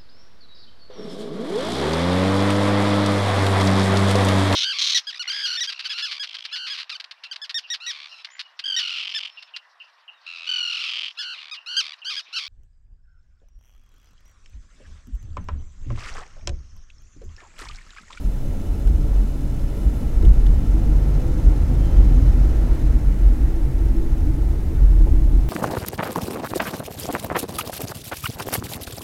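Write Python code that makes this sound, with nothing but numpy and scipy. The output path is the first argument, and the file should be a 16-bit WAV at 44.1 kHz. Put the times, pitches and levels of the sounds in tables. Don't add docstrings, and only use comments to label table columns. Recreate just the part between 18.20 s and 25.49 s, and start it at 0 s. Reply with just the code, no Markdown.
import sys
import numpy as np
from scipy import signal
from scipy.fft import rfft, irfft, next_fast_len
from scipy.io import wavfile
from scipy.ndimage import uniform_filter1d

SR = 44100
rng = np.random.default_rng(int(sys.argv[2]) if len(sys.argv) > 2 else 0)


def unload_audio(sound):
    columns = np.transpose(np.atleast_2d(sound))
    steps = np.round(np.clip(columns, -1, 1) * 32767)
    wavfile.write(sys.argv[1], SR, steps.astype(np.int16))


def attenuation_scalar(level_db):
    decades = np.asarray(level_db, float) / 20
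    return 10 ** decades


N = 321489
TIME_S = np.arange(N) / SR


def unit(x):
    return x / np.sqrt(np.mean(x ** 2))


def curve(times_s, values):
    return np.interp(TIME_S, times_s, values)


def follow(table):
    return curve(*np.transpose(table))


def noise():
    return rng.standard_normal(N)


def coloured(points):
    hz, db = np.transpose(points)
    size = next_fast_len(N)
    log_hz = np.log(np.arange(1, size // 2 + 2) * SR / size)
    gain = attenuation_scalar(np.interp(log_hz, np.log(hz), db, left=-200, right=-200))
    return unit(irfft(rfft(rng.standard_normal(size)) * gain, size)[:N])


def walk(rate):
    hold = int(SR / rate)
    steps = np.repeat(rng.standard_normal(N // hold + 1), hold)
    return unit(uniform_filter1d(uniform_filter1d(steps, hold), hold)[:N])


def ring(x, hz, width_hz):
    return signal.lfilter(*signal.iirpeak(hz, hz / width_hz, fs=SR), x)


def steep_ring(x, hz, width_hz):
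    return ring(ring(x, hz, width_hz), hz, width_hz)


def body(x, modes):
    return sum(attenuation_scalar(db) * ring(x, hz, width_hz) for hz, width_hz, db in modes)


def puff(db, fade_s):
    t = np.arange(SR * 2 // 25) / SR
    blow = 0.5 * np.sqrt(fade_s * SR) * (t == 0)
    return attenuation_scalar(db) * (blow + np.exp(-t / fade_s) * rng.standard_normal(len(t)))


def knock(db, hz, width_hz, fade_s):
    sound = steep_ring(puff(0, fade_s), hz, width_hz)
    return attenuation_scalar(db) * sound / np.abs(sound).max()


def add(out, s, sound):
    i = int(s * SR)
    out[i:i + len(sound)] += sound


# [t/s of fullest swing, level/dB, f/Hz, length/s]
BUMPS = [(0.0, -18.5, 42.3, 0.02), (0.078, -19.5, 40.7, 0.052), (0.302, -18.5, 41.46, 0.019),
         (0.51, -15.5, 41.66, 0.033), (0.681, -10.5, 45.4, 0.029), (0.84, -15, 44.4, 0.034),
         (0.97, -15, 43.2, 0.099), (1.674, -14.5, 50.63, 0.04), (1.774, -19, 43.8, 0.031),
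         (1.863, -17, 47.06, 0.022), (1.978, -13, 46.04, 0.03), (2.092, -3.5, 45.9, 0.034),
         (2.197, -12.5, 43.7, 0.042), (2.288, -10, 38.68, 0.079), (2.519, -13, 45.1, 0.078),
         (2.748, -13, 47.93, 0.12), (2.967, -16, 42.23, 0.05), (3.28, -8.5, 42.64, 0.05),
         (3.616, -13.5, 48.83, 0.05), (3.802, -7.5, 47, 0.056), (3.964, -6.5, 43.55, 0.04),
         (4.208, -8.5, 46.6, 0.066), (4.514, -11.5, 47.9, 0.039), (4.672, -11.5, 46.25, 0.068),
         (5.074, -9, 44.6, 0.064), (5.233, -9.5, 51.15, 0.028), (5.646, -13.5, 48.4, 0.053),
         (6.203, -17.5, 45.2, 0.048), (6.738, -12.5, 45, 0.075), (7.165, -10, 43.2, 0.062),
         (0.757, -21, 40.4, 0.032), (1.25, -23, 41.6, 0.027), (1.436, -20, 44.1, 0.021),
          (2.389, -10.5, 38, 0.013), (3.116, -17, 44.7, 0.024), (3.194, -16, 38.12, 0.019),
          (3.438, -22, 40.97, 0.027), (3.682, -24, 49.4, 0.019), (3.877, -9.5, 44.4, 0.031),
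          (4.093, -9.5, 41.84, 0.028), (4.303, -14.5, 46.34, 0.022), (4.76, -11, 47.55, 0.019),
          (4.886, -14, 47.17, 0.035), (5.433, -16.5, 45.97, 0.022), (5.557, -18, 44, 0.027),
          (5.828, -28, 45.9, 0.042), (5.916, -23, 43.45, 0.029), (6.039, -21, 44.1, 0.023),
          (6.309, -13.5, 43.08, 0.02), (6.528, -23, 42.44, 0.023), (6.658, -9, 45.05, 0.079),
          (6.819, -7.5, 43.3, 0.046), (6.923, -16.5, 42.95, 0.016), (7.043, -10.5, 45.1, 0.02)]
ALL_BUMPS = sorted(BUMPS)


def bump_power(s, db, length_s):
    reach_s = length_s * np.where(TIME_S < s, 0.84, 0.89)
    return attenuation_scalar(db) ** 2 * np.exp(-((TIME_S - s) / reach_s) ** 2 * 2)


def bumps():
    return np.sqrt(sum(bump_power(s, db, length_s) for s, db, hz, length_s in ALL_BUMPS))


def rocking():
    out, sign, last_s, last_length_s = np.zeros(N), 1, 0, 0
    for s, db, hz, length_s in ALL_BUMPS:
        if s - last_s > 0.85 * (length_s + last_length_s):
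            sign = -sign
        out += sign * bump_power(s, db, length_s)
        last_s, last_length_s = s, length_s
    return np.sign(out) * np.sqrt(np.abs(out))


# [t/s, level/dB]
SHAKING = [(0.0, -41.5), (0.65, -29), (0.69, -27), (0.93, -30), (1.95, -28), (2.05, -19.5), (2.11, -25),
           (3.25, -25), (3.27, -20.5), (5.66, -27.5), (6.19, -19), (6.23, -27.5), (6.58, -19.5),
           (6.68, -35), (6.86, -18.5), (7.29, -27.5)]


def shaken(level_db, share, rev_db, flicker_db, rate):
    shaking_db = follow(SHAKING) + 22
    return attenuation_scalar(level_db + share * shaking_db + rev_db * revs() + flicker_db * walk(rate))


# [level/dB, dB per dB of shaking, dB per engine cycle a second, flicker/dB]
LULL = (-21, 0.8, 0.2, 3)


def boom():
    s, db, hz, length_s = np.transpose(ALL_BUMPS)
    phase = 2 * np.pi * np.cumsum(curve(s, hz)) / SR + 0.5 * walk(18)
    upper_shake = ring(ring(noise(), 58.4, 27.0), 56.2, 29.5)
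    lower_shake = ring(ring(noise(), 32.4, 14.0), 32.4, 13.3)
    shake = attenuation_scalar(-12) * unit(upper_shake + lower_shake)
    axle = attenuation_scalar(-39.0) * unit(steep_ring(noise(), 27.0, 21))
    lull = shaken(*LULL, 16)
    swing = np.sqrt(2) * (np.sin(phase) * rocking() + np.cos(phase) * lull)
    return swing + shake * np.hypot(bumps(), lull) + axle


# [t/s, level/dB, f/Hz, length/s]
THUDS = [(0.75, -17.5, 69.5, 0.039), (1.657, -21, 67.6, 0.038), (2.041, -11.5, 70.5, 0.024),
         (2.082, -21, 125, 0.023), (2.178, -23.5, 126, 0.016), (2.185, -25, 70.8, 0.023),
         (2.286, -23, 125.4, 0.021), (2.358, -14.5, 68.4, 0.032), (2.516, -29, 71.8, 0.013),
         (2.667, -20, 69.0, 0.033), (2.824, -17, 69.24, 0.031), (2.947, -24.5, 136.7, 0.073),
         (3.074, -25.5, 120.4, 0.038), (3.217, -24, 127.3, 0.025), (3.287, -14.5, 71.2, 0.026),
         (3.421, -16, 73.1, 0.029), (3.537, -18, 71.24, 0.036), (3.564, -21.5, 129.7, 0.05),
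         (3.669, -30, 71, 0.02), (3.67, -25, 139.4, 0.017), (3.82, -30, 130.6, 0.017),
         (3.841, -16, 78.5, 0.022), (3.932, -19.5, 131.2, 0.043), (4.029, -11, 73, 0.018),
         (4.047, -16, 125.6, 0.021), (4.167, -22, 71, 0.038), (4.201, -21, 122.3, 0.021),
         (4.319, -16, 68.46, 0.02), (4.322, -34, 117, 0.02), (4.508, -23, 123, 0.033),
         (4.66, -35, 66.3, 0.023), (5.027, -22, 68.5, 0.02), (5.06, -28, 122.5, 0.032),
         (5.213, -26, 68.2, 0.065), (5.484, -22.5, 131.4, 0.04), (5.651, -22.5, 123.4, 0.022),
         (6.065, -22, 75.15, 0.03), (6.091, -25, 123, 0.025), (6.196, -26, 121.6, 0.023),
         (6.383, -22.6, 67.1, 0.019), (6.484, -15, 67.33, 0.014), (6.574, -18, 71.65, 0.032),
         (6.623, -21, 117.3, 0.017), (6.899, -22, 122.3, 0.025), (6.92, -18, 69.7, 0.027),
         (7.021, -21, 116.3, 0.019), (7.03, -18, 68.2, 0.037), (7.175, -19, 69, 0.04),
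         (0.279, -31, 191.5, 0.04), (0.732, -35, 246.6, 0.019), (1.038, -29.5, 204, 0.024),
         (1.661, -34, 305.3, 0.03), (1.805, -27, 192, 0.022), (1.826, -32, 239.7, 0.02),
         (2.044, -26.5, 318, 0.017), (2.058, -33, 187.8, 0.042), (2.318, -27, 185.8, 0.021),
         (2.438, -29, 192.0, 0.016), (2.447, -29, 241, 0.02), (2.569, -30, 309, 0.039),
         (2.699, -27, 304.5, 0.018), (2.808, -38, 308.3, 0.011), (2.812, -31, 237, 0.021),
         (2.883, -29, 199, 0.019), (3.184, -28.5, 313, 0.019), (3.265, -27.5, 314, 0.019),
         (3.518, -24.5, 246, 0.024), (3.618, -27, 257, 0.021), (3.826, -29, 315.6, 0.022),
         (3.865, -27, 193, 0.029), (3.919, -28, 245, 0.053), (4.043, -31.5, 293.5, 0.038),
         (4.109, -28, 183.8, 0.022), (4.178, -25, 247.6, 0.02), (4.179, -31, 311.7, 0.018),
         (4.261, -33, 312, 0.026), (4.264, -28, 248.1, 0.014), (4.754, -27.5, 247, 0.021),
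         (4.761, -35, 310.4, 0.035), (4.91, -29.5, 298.5, 0.019), (4.939, -28, 193, 0.035),
         (5.176, -32, 299, 0.048), (5.208, -33.5, 247.2, 0.053), (5.271, -37, 186.2, 0.018),
         (5.49, -28, 318, 0.016), (5.623, -27, 323.4, 0.023), (5.714, -29, 244.7, 0.018),
         (5.9, -37, 313, 0.019), (6.078, -24, 302, 0.023), (6.187, -26, 302, 0.018),
         (6.608, -35.5, 249.7, 0.025), (6.816, -31, 314.6, 0.046), (7.057, -34, 307.9, 0.019),
         (7.137, -31, 192.1, 0.018), (7.189, -31.5, 247.3, 0.021), (7.221, -36, 299.4, 0.018),
         (0.821, -26, 130.5, 0.055), (0.982, -29, 71, .04), (1.299, -25, 76, .03), (1.492, -33, 298, 0.027),
         (3.09, -31, 327, 0.026), (3.777, -32.5, 339, .03), (3.999, -28, 261.3, 0.041),
         (4.247, -33, 332.7, 0.034), (4.626, -19, 72.1, 0.038), (5.384, -30.5, 328, 0.037),
         (5.764, -32.5, 328, 0.035), (6.331, -25, 71.55, 0.028), (7.02, -32.5, 330.5, .03),
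         (7.15, -34.5, 329.8, .03), (7.251, -37, 286.7, 0.041)]


def thuds():
    out, t = np.zeros(N + SR), np.arange(-SR // 5, SR // 5) / SR
    for s, db, hz, length_s in THUDS:
        bell = np.exp(-(t / (1.09 * length_s)) ** 2)
        swell = bell * np.sin(2 * np.pi * (hz * t + rng.random()))
        add(out, s, np.sqrt(2) * attenuation_scalar(db - 4) * swell)
    return out[SR // 5:][:N]


def resonate(modes):
    out = 0
    for hz, width_hz, db, gentle_db, shifted_db in modes:
        level_db = db + by_state(gentle_db, 0, shifted_db) + 1.23 * walk(9)
        out = out + attenuation_scalar(level_db) * unit(steep_ring(noise(), hz, 1.37 * width_hz))
    return unit(out)


# [f/Hz, width/Hz, level/dB, change pulling gently/dB, change after the shift/dB]
FLOOR_PAN = [(59.3, 13, 5.5, -6.5, -1), (95.5, 21, -9, 4, -2.5), (162, 25, -12, 1, -8.5),
             (72.5, 26.4, 5.5, -2.5, 1), (115.2, 19, -2.5, -1, -3.5), (132.4, 18.6, -0.5, -6.5, 0)]
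# [f/Hz, width/Hz, level/dB, change gently/dB, change after shift/dB]
PANELS = [(193.3, 23, -5, 0.5, -3.5), (245.7, 27.4, -6.5, 1, 0.5), (291.9, 30, -5, -1, -0.5),
          (328, 16.7, -7, -4.5, 1.5), (428, 61, -17.5, 1.5, 1), (562, 40, -25.5, 8, -2),
          (860, 98, -25.5, -3, 0.5)]
# [level/dB, dB per dB of shaking, dB per engine cycle a second, flicker/dB]
HEAVE = (-22.5, 0.16, 0.07, 4)
PAN = (-25.5, 0.3, 0.1, 0.1)
PANEL = (-33.5, 0.28, 0, 0.3)


def shell():
    heave = np.sqrt(2) * np.sin(2 * np.pi * 20 * TIME_S + 1.83 * walk(13))
    floor_pan = resonate(FLOOR_PAN) * shaken(*PAN, 8.3)
    panels = resonate(PANELS) * shaken(*PANEL, 9.9)
    return heave * shaken(*HEAVE, 8) + floor_pan + panels


# [t/s, rate/cycles per s]
CYCLE = [(0.0, 13.87), (0.6, 14.65), (1.2, 14.86), (1.8, 15.23), (2.4, 15.89), (3.0, 16.75), (3.5, 16.98),
         (4.0, 17.23), (4.3, 17.19), (4.6, 15.89), (4.9, 14.78), (5.2, 13.51), (5.5, 13.0), (5.9, 12.56),
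         (6.5, 12.21), (7.29, 11.92)]


def revs():
    return follow(CYCLE) - 15


# [t/s] pulling gently, top revs from, top revs to, after the shift
STATES_S = (2.0, 2.7, 4.2, 5.0)


def by_state(gentle, top, shifted):
    return curve(STATES_S, (gentle, top, top, shifted))


# [multiple of cycle rate, level gently/dB, level at top revs/dB, level after the shift/dB]
HUM = [(3, -33.5, -28.5, -28), (5.956, -37, -35, -68), (8.984, -36.5, -35, -49),
       (9.99, -45.5, -46.5, -45.5), (13.08, -49, -46, -72), (14.04, -52, -43, -51), (15, -49.5, -44.5, -48),
       (20, -51, -50, -50), (30.12, -56, -51, -52.5)]


def engine_hum(turns):
    hum = 0
    for order, *levels_db in HUM:
        wobble = 0.69 * walk(6) + 2 * np.pi * rng.random()
        gain = attenuation_scalar(by_state(*levels_db) + 2.55 * walk(6))
        hum = hum + np.sqrt(2) * gain * np.sin(2 * np.pi * order * turns + wobble)
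    return hum


def strike(times_s, gains):
    out = np.zeros(N)
    np.add.at(out, np.clip((np.asarray(times_s) * SR).astype(int), 0, N - 1), gains)
    return out


def burst(hits, fade_s):
    return signal.lfilter([1], [1, -np.exp(-1 / (fade_s * SR))], hits) * noise()


# [place in cycle 0-1, bright tick level/dB, dull tick level/dB]
VALVES = [(.87, -51.5, -60.5), (.52, -53.5, -59), (0.7, -68, -65), (0.2, -58, -60), (.62, -55, -61.5)]
# [f/Hz, width/Hz, level/dB]
BRIGHT = [(5410, 52, 3.5), (6276, 93, 2), (6650, 73, -1.5), (7230, 130, -1.5), (8000, 200, -6.5),
          (10370, 870, -7)]
DULL = [(1330, 28, 9), (2633, 100, 2.5), (2936, 60, 6), (3610, 36, 6), (4035, 105, 2.5)]


def valve_gear(turns):
    cycles = np.arange(int(turns[-1]))
    bright, dull = np.zeros(N), np.zeros(N)
    for place, bright_db, dull_db in VALVES:
        jitter, force = rng.standard_normal((2, len(cycles)))
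        times_s = np.interp(cycles + place + 0.012 * jitter, turns, TIME_S)
        bright += strike(times_s, attenuation_scalar(bright_db + 0.99 * force))
        dull += strike(times_s, attenuation_scalar(dull_db + 1.1 * force))
    effort = (follow(CYCLE) / 15) ** 0.91
    return effort * 4 * (body(burst(bright, 0.0053), BRIGHT) + body(burst(dull, 0.01), DULL))


# [f/Hz, width/Hz, level/dB]
BLOCK = [(1290, 35, -25), (1333, 17, 6.5), (2954, 72, -5.5), (3430, 91, -10.5), (5230, 140, -10),
         (6280, 110, -7), (7160, 130, -8)]
# [level/dB] gently, at top revs, after the shift
BLOCK_DB = (-61, -62.5, -90)
# [t/s, level/dB]
BELT = [
    (3.4, -85),
    (3.65, -59),
    (3.95, -63),
    (4.15, -85),
]


def engine():
    turns = np.cumsum(follow(CYCLE)) / SR
    block = unit(body(noise(), BLOCK)) * attenuation_scalar(by_state(*BLOCK_DB))
    belt = unit(ring(noise(), 3140, 90)) * attenuation_scalar(follow(BELT))
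    return engine_hum(turns) + valve_gear(turns) + block + belt


# [t/s, blow level/dB, added ring f/Hz, ring peak level/dB, broad snap against the blow/dB]
CLICKS = [(0.6738, -53, 1500, -43, 9), (0.6755, -60, 2900, -52, 5), (1.3947, -54, 4400, -48, -6),
          (2.0262, -48, 3750, -45, -6), (2.0515, -44, 3400, -43, -8), (2.2644, -49, 3230, -38, -12),
          (2.2668, -46, 3500, -39, -14), (2.2672, -56, 1900, -44, -14), (2.2912, -56, 3088, -50, -14)]
# [f/Hz, width/Hz, level/dB]
TRIM = [(1300, 500, -8), (1880, 450, 6), (3080, 170, 15), (3490, 150, 7), (5400, 400, -2), (6350, 500, -4),
        (7600, 500, -12), (10400, 5500, -17)]
# [t/s, peak level/dB, f/Hz, fade/s]
KNOCKS = [(0.345, -37.5, 594, .006), (2.032, -26.5, 400, 0.026), (6.533, -48, 906, .011),
          (6.58, -45, 1455, .011), (6.868, -35.5, 860, 0.0097), (6.869, -45, 618.6, 0.0087),
          (6.87, -27, 397.7, 0.012), (7.073, -36, 600, .006)]
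# [t/s, level/dB]
SPRAY = [
    (1.45, -80),
    (1.57, -60),
    (1.7, -63),
    (1.8, -61),
    (1.95, -80),
]
# [t/s, peak level/dB, f/Hz]
TICKS = [(1.5693, -51, 10400), (1.6294, -54, 10400), (1.6965, -50, 10860), (1.7604, -50, 10500),
         (1.8294, -53, 10900)]


def trim():
    out = unit(steep_ring(noise(), 11000, 3500)) * attenuation_scalar(follow(SPRAY) + 1.1 * walk(40))
    for s, db, hz, ring_db, snap_db in CLICKS:
        hit = puff(db, 0.0054)
        snap = attenuation_scalar(snap_db) * ring(hit, 4500, 11000)
        add(out, s, body(hit, TRIM) + knock(ring_db, hz, 0.2 * hz, 0.0023) + snap)
    for s, db, hz, fade_s in KNOCKS:
        add(out, s, knock(db, hz, 140, fade_s))
    for s, db, hz in TICKS:
        add(out, s, knock(db - 3, hz, 1200, 0.005))
    return out


# [f/Hz, level/dB per Hz]
RUSH = [(210, -35), (370, -2), (500, -7), (804, -11.5), (1180, -21), (1310, -18), (1600, -24.5),
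        (2130, -26), (2940, -32), (3270, -33), (6000, -34), (7800, -40.5), (13200, -120)]
# [t/s, speed/km/h]
SPEED = [(0, 25), (2.4, 37), (5.0, 43), (7.29, 49.5)]


def tyre_rush():
    speed = follow(SPEED) - 40
    rush_db = -41.5 + 1.19 * revs() + 0.1749 * speed + 0.5 * bumps()
    return coloured(RUSH) * attenuation_scalar(0.62 * walk(12)) * attenuation_scalar(rush_db)


# [t/s, level/dB]
WIND = [(0, -70), (2, -60), (4.5, -54.5), (7.29, -59.5)]


def wind():
    hush = ring(ring(ring(noise(), 1430, 1300), 1370, 870), 2050, 900)
    return unit(hush) * attenuation_scalar(follow(WIND))


def scene():
    return (boom() + thuds() + shell() + engine() + trim() + tyre_rush() + wind())[None]


# [f/Hz, level/dB per Hz]
HISS = [(300, -4), (2000, 5), (5000, -2), (8000, 0.5), (12000, 0), (16000, -1.5)]


def hiss(db):
    return attenuation_scalar(db) * coloured(HISS)


def roll_off(x):
    return signal.sosfilt(signal.butter(12, 15730, fs=SR, output="sos"), x)


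def record(dry):
    overload = 0.69
    x = np.clip(dry + hiss(-56.5), -overload, overload)
    x = signal.sosfilt(signal.butter(1, 1.5, "high", fs=SR, output="sos"), x)
    return roll_off(x + hiss(-60.5))


dry = scene()
out = record(dry)
unload_audio(out)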